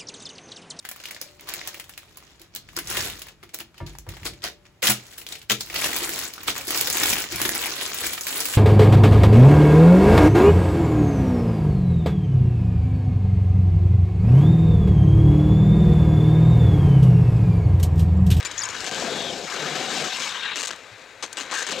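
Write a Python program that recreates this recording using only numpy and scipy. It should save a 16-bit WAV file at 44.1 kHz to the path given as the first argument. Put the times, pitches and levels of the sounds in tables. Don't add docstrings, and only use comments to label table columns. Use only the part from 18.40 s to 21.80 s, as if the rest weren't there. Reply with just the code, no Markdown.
import sys
import numpy as np
from scipy import signal
from scipy.fft import rfft, irfft, next_fast_len
from scipy.io import wavfile
from scipy.ndimage import uniform_filter1d, minimum_filter1d, map_coordinates

SR = 44100
rng = np.random.default_rng(int(sys.argv[2]) if len(sys.argv) > 2 else 0)


def store_wav(level_fs):
    pcm = np.round(np.clip(np.atleast_2d(level_fs), -1, 1) * 32767)
    wavfile.write(sys.argv[1], SR, pcm.T.astype(np.int16))


def voltage_ratio(decibels):
    exponent = np.asarray(decibels, float) / 20
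    return 10 ** exponent


N = 149940

# centre_hz, width_hz, peak_db
TRUCK_MODES = [(1016, 23, 5), (1710, 26, 0.5), (2810, 180, 2.5), (3940, 150, 1.5), (6720, 340, 3)]
# centre_hz, width_hz, peak_db
DECK_MODES = [(183, 110, 0), (517, 62, 3.5)]
RISE_S, STRIKE_DECAY_S = 0.00051, 0.0011
DECK_KNOTS_PER_S = 70


def unit(x):
    return x / np.sqrt(np.mean(x ** 2) + 1e-20)


def along(points, hz):
    f, v = np.transpose(points)
    return np.interp(np.log(hz + 1), np.log(f + 1), v)


def curves(rows):
    s, *cols = np.transpose(rows)
    return [np.interp(np.arange(N) / SR, s, c) for c in cols]


def wobble(rate):
    knots = rng.standard_normal(int(N * rate / SR) + 4)
    return map_coordinates(knots, [np.arange(N) * rate / SR])


def filtered(x, response):
    n = x.shape[-1]
    m = next_fast_len(n + 4096)
    return irfft(rfft(x, m) * response(np.fft.rfftfreq(m, 1 / SR)), m)[..., :n]


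def body(spectrum, modes):
    def response(hz):
        peaks_db = sum(db / (1 + (2 * (hz - c) / w) ** 2) for c, w, db in modes)
        return voltage_ratio(along(spectrum, hz) + peaks_db)
    return response


def narrow(rows, knots_per_s, steady=0):
    hz, db = curves(rows)
    t = np.arange(N) / SR
    phase = 2 * np.pi * np.cumsum(hz) / SR
    in_phase = (steady + wobble(knots_per_s)) * np.sin(phase)
    band = unit(in_phase + wobble(knots_per_s) * np.cos(phase))
    return voltage_ratio(db) * band * (t > rows[0][0]) * (t < rows[-1][0])


def gritty(patchy_db):
    grit_per_s, grit_spread_db, grit_share = 1500, 5, 0.23
    z = signal.stft(rng.standard_normal(N), nperseg=512)[2]
    field = uniform_filter1d(rng.standard_normal(z.shape), size=2, axis=0)
    field = uniform_filter1d(field, size=6, axis=1)
    s = np.arange(z.shape[1]) * 256 / SR
    depth_db = patchy_db + 1.3 * (s > 1.72) * (s < 2.15)
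    rub = signal.istft(z * voltage_ratio(depth_db * unit(field)), nperseg=512)[1][:N]
    hits = rng.random(N) < grit_per_s / SR
    ticks = hits * voltage_ratio(grit_spread_db * rng.random(N)) * rng.standard_normal(N)
    return np.sqrt(1 - grit_share) * unit(rub) + np.sqrt(grit_share) * unit(ticks)


def roll():
    # start_s, rumble_db, rasp_db, bearing_db, hiss_db
    rolling = [(0, -52, -41, -46, -53), (.17, -49.5, -41, -41.5, -44), (.27, -50, -35.5, -44, -43.5),
               (.4, -40.5, -36.5, -35.5, -38), (.6, -33, -35, -35, -35), (.72, -32, -35.5, -37, -37),
               (.93, -34.5, -42, -38.5, -38.5), (1.055, -38, -44, -40, -40), (1.07, -41, -32.5, -39, -37.5),
               (1.13, -44.5, -35.5, -38, -38), (1.17, -35, -34.5, -34.5, -38),
               (1.68, -34.5, -35.5, -32.5, -33), (1.71, -47.5, -40, -34, -38),
               (1.8, -43.5, -34, -33, -32.5), (2.02, -49, -36.5, -35, -44.5),
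               (2.13, -49.5, -35, -32, -50.5), (2.16, -45, -49, -39, -45), (2.38, -55, -49, -52, -54),
               (2.8, -58.5, -59, -64, -59), (3.1, -46, -38.5, -41.5, -49),
               (3.25, -56.5, -37.5, -37.5, -41.5), (3.3, -42, -49, -31.5, -44.5),
               (3.4, -37, -36, -37.5, -38)]
    # hz, level_db_per_hz
    rumble_colour = [(59, -51), (100, -16), (160, -3.5), (400, 1.5), (759, -1.5), (1100, -16), (1430, -32),
                     (2420, -120)]
    # hz, level_db_per_hz
    rasp_colour = [(470, -46), (820, -6), (1610, 1), (2400, -6), (3120, -34), (5280, -120)]
    # hz, level_db_per_hz
    bearing_colour = [(1290, -60), (2200, -0.5), (3880, 3), (4800, -16), (6240, -45), (10600, -120)]
    # hz, level_db_per_hz
    hiss_colour = [(2530, -41), (4300, -4), (7620, -8.5), (8430, -13.5), (9470, -26.5), (11400, -24.5),
                   (16200, -42.5)]
    rumble_db, rasp_db, bearing_db, hiss_db = curves(rolling)
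    bumps_db = 0.73 * wobble(30.31) + 1.1 * wobble(120)
    hop_s, hop_length_s, hop_db = .494, .017, -9
    hopping = abs(np.arange(N) / SR - hop_s - hop_length_s / 2) < hop_length_s / 2
    bumps_db = bumps_db + hop_db * hopping

    def layer(db, colour, modes):
        return voltage_ratio(db + bumps_db) * unit(filtered(gritty(2.8), body(colour, modes)))

    return (layer(rumble_db, rumble_colour, DECK_MODES)
            + layer(rasp_db, rasp_colour, TRUCK_MODES)
            + layer(bearing_db, bearing_colour, TRUCK_MODES)
            + layer(hiss_db, hiss_colour, TRUCK_MODES))


def wind():
    # start_s, level_db
    wind_levels = [(0, -54), (1.05, -55.5), (1.1, -66), (3.4, -66.5)]
    # hz, level_db_per_hz
    gust_colour = [(12, -49), (38, -11), (91, -8), (115, -1), (150, -18), (250, -120)]
    wind_db, = curves(wind_levels)
    noise = unit(filtered(rng.standard_normal(N), body(gust_colour, [])))
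    return voltage_ratio(wind_db + 1.6 * wobble(7.8)) * noise


def park_hiss():
    # hz, level_db_per_hz
    park_colour = [(150, -17), (550, 2), (1050, -4.5), (1500, 0), (2500, 0.5), (3150, -10.5), (3800, -2.5),
                   (5200, -24.5), (7000, -16), (10000, -27.5), (16000, -38)]
    return voltage_ratio(-47) * unit(filtered(rng.standard_normal(N), body(park_colour, [])))


def contact_body():
    # hz, level_db_per_hz
    contact_colour = [(88, -40), (300, -6), (842, -4.5), (1670, 1.5), (2110, -2), (4120, -1), (5420, -6),
                      (6460, -1), (8300, -6.5), (9500, -18.5), (16200, -38)]
    return body(contact_colour, DECK_MODES + TRUCK_MODES)


def contact_rise(t):
    return 1 - np.exp(-(t / RISE_S) ** 2)


def without_lows(x):
    return signal.sosfilt(signal.butter(4, 230, 'high', fs=SR, output='sos'), x)


def knocks():
    # start_s, level_db, hold_s, t60_s, brightness_db_per_octave
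    contacts = [(.0016, -30, 0.00081, .008, 3), (.0072, -32.5, 0.00087, .015, -2),
                (0.028, -34, 0.0011, 0.019, 0), (.0493, -30, 0.011, 0.027, 1),
                (0.112, -35.5, 0.0069, 0.03, 0.5), (0.4045, -31, 0.002, 0.02, 3),
                (0.4632, -19, 0.0058, 0.05, 0), (2.158, -25, 0.008, 0.19, -1), (2.1865, -26, .008, .03, 1),
                (2.199, -28, 0.013, 0.024, 1.5), (2.229, -23, 0.008, 0.02, 0),
                (2.25, -25, 0.0095, 0.012, 2), (2.2715, -25, 0.0033, .05, 2),
                (2.29, -29.5, 0.00067, 0.044, -3), (2.306, -31.5, 0.004, 0.055, -1),
                (2.323, -40, 0.009, 0.087, -3), (2.36, -43.5, 0.0022, 0.018, 12),
                (2.8252, -24.5, 0.0059, 0.1, -1), (2.928, -33, 0.0072, 0.012, 5.5),
                (2.9702, -27.5, 0.0066, 0.22, -1), (2.999, -34, 0.0035, 0.23, -1),
                (3.112, -24, 0.044, 0.037, -2), (3.142, -28.5, 0.088, 0.033, 1),
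                (3.219, -30, 0.0089, 0.036, -1), (3.2653, -25, 0.0075, 0.036, -0.5),
                (3.286, -27, 0.01, 0.035, -0.5), (3.307, -25, 0.013, 0.033, 0.5),
                (3.321, -23, 0.0052, 0.019, -2.5), ]
    crack = 1.25
    out, t = np.zeros(N + SR), np.arange(SR // 2) / SR
    board, rub = contact_body(), gritty(2.5)
    for s, db, hold, t60, tilt_db in contacts:
        def tilted(hz):
            return board(hz) * voltage_ratio(tilt_db * np.log2(hz / 2500 + 0.0092))
        piece = np.roll(rub, rng.integers(N))[:len(t)]
        noise = unit(filtered(piece, tilted))
        rough = voltage_ratio(4.2 * np.repeat(rng.standard_normal(len(t) // 90 + 1), 90)[:len(t)])
        decay = voltage_ratio(-60 * np.maximum(t - hold, 0) / t60)
        first_crack = 1 + crack * np.exp(-t / STRIKE_DECAY_S)
        shape = decay * rough * contact_rise(t) * first_crack
        out[round(s * SR):][:len(t)] += voltage_ratio(db) * shape * noise
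    return without_lows(out[:N])


def squeals():
    # start_s, length_s, start_slip_hz, end_slip_hz, level_db (before flutter)
    slips = [(0.052, 0.019, 2390, 2320, -29.5), (.068, 0.0088, 2570, 2770, -33),
             (0.178, 0.0066, 3200, 3590, -26), (0.183, 0.014, 5000, 7300, -29),
             (0.201, 0.0092, 7200, 6400, -29), (0.21, 0.016, 6000, 5150, -31.5),
             (.218, 0.016, 5000, 4440, -34), (0.233, 0.014, 1700, 1555, -27.5),
             (0.2483, 0.014, 1367, 1355, -30), (0.297, 0.0135, 1390, 1340, -35)]
    # hz, level_db
    wheel_colour = [(1400, -19), (2400, 6), (4300, -7), (5500, 4), (6900, 10.5), (8200, -2.5), (10000, -22),
                    (14000, -28), (17000, -60)]
    out = np.zeros(N)
    jitter = 1 + .01 * wobble(600)
    flutter = voltage_ratio(3 * wobble(343))
    k = np.arange(1, 11)[:, None]
    for s, length, start_hz, end_hz, db in slips:
        i, n = round(s * SR), round(length * SR)
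        hz = np.linspace(start_hz, end_hz, n) * jitter[i:i + n]
        phase = 2 * np.pi * np.cumsum(hz) / SR
        stack = (voltage_ratio(along(wheel_colour, k * hz)) * np.sin(k * phase + k ** 2)).sum(axis=0)
        out[i:i + n] += voltage_ratio(db) * unit(stack) * signal.windows.tukey(n, .3) * flutter[i:i + n]
    return out


def strikes():
    strike_times = [0.288, .443, 0.4645, 0.4922, 0.5124, 0.5456, 1.796, 2.1575, 2.218, 2.2413, 3.113,
                    3.2667]
    out, t = np.zeros(N + SR), np.arange(SR // 2) / SR
    board = contact_body()
    shape = contact_rise(t) * np.exp(-t / STRIKE_DECAY_S)
    for s in strike_times:
        noise = unit(filtered(rng.standard_normal(len(t)), board))
        out[round(s * SR):][:len(t)] += voltage_ratio(-4) * shape * noise
    return without_lows(out[:N])


def deck_flex():
    # start_s, pitch_hz, level_db
    flex_glide = [(.43, 751.5, -41.5), (.7, 694.5, -39), (1.08, 700, -50), (1.58, 769, -36),
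                  (1.75, 752, -44)]
    return narrow(flex_glide, DECK_KNOTS_PER_S)


def bearing_whine():
    # start_s, pitch_hz, level_db
    whine_glide = [(.62, 3640, -50), (.72, 3690, -36), (.9, 3390, -33), (.93, 3380, -55)]
    return narrow(whine_glide, 740)


def wheel_hum():
    # start_s, pitch_hz, level_db
    hum_glide = [(1.1, 198.7, -74), (1.16, 170, -47), (1.43, 140.3, -46)]
    return narrow(hum_glide, 25, steady=0.78)


def foot_thump():
    start_s, pitch_hz, level_db, t60_s = 2.515, 108.6, -42.5, 0.19
    t = np.maximum(np.arange(N) / SR - start_s, 0)
    rise = 1 - np.exp(-t / 0.0064)
    return voltage_ratio(level_db - 60 * t / t60_s) * np.sin(2 * np.pi * pitch_hz * t) * rise


def axle_ring():
    # start_s, pitch_hz, level_db
    ring_glide = [(3.118, 900, -32.5), (3.155, 1750, -29), (3.195, 1620, -30.5), (3.232, 1750, -28)]
    return narrow(ring_glide, 320)


def lip_slide():
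    # start_s, pitch_hz, level_db
    slide_glide = [(3.125, 230, -37), (3.18, 396, -50), (3.235, 478, -47)]
    upper_glide = np.multiply(slide_glide, [1, 3.1, 1])
    return narrow(slide_glide, 60) + narrow(upper_glide, 120)


def run_out():
    # start_s, pitch_hz, level_db
    drone_glide = [(3.265, 240, -40), (3.32, 540, -40), (3.4, 537, -35)]
    return narrow(drone_glide, DECK_KNOTS_PER_S)


def walls(x):
    t60_s, unlike = 0.1, 0.69
    t = np.arange(SR // 4) / SR
    common = rng.standard_normal(len(t))
    sides = unlike * rng.standard_normal((2, len(t)))
    tail = (common + sides) * voltage_ratio(-60 * t / t60_s)
    return signal.fftconvolve(x[None], tail / np.linalg.norm(tail[0]), axes=1)[:, :N]


def lean_left(x):
    # hz, left_minus_right_db
    balance = [(60, 6), (15000, 9)]

    def sides(hz):
        right = 2 / (1 + voltage_ratio(along(balance, hz)))
        return np.array([2 - right, right])
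    return filtered(x, sides)


def scene():
    x = roll() + wind() + park_hiss() + knocks() + squeals() + strikes()
    x = x + deck_flex() + bearing_whine() + wheel_hum() + foot_thump()
    x = x + axle_ring() + lip_slide() + run_out()
    return lean_left(x + voltage_ratio(-16.5) * walls(x))


def roll_off(x):
    return signal.sosfilt(signal.butter(12, 16390, fs=SR, output="sos"), x)


def record(dry):
    ceiling_db, ahead_s, hold_s = -14, .004, .001
    ahead, hold = round(ahead_s * SR), round(hold_s * SR)
    need = np.minimum(1, voltage_ratio(ceiling_db) / (np.abs(dry).max(axis=0) + 1e-9))
    low = minimum_filter1d(need, ahead + hold, origin=(hold - ahead) // 2)
    gain = uniform_filter1d(low, ahead // 2, origin=ahead // 4 - 1)
    return roll_off(dry * gain)


dry = scene()
out = record(dry)
store_wav(out)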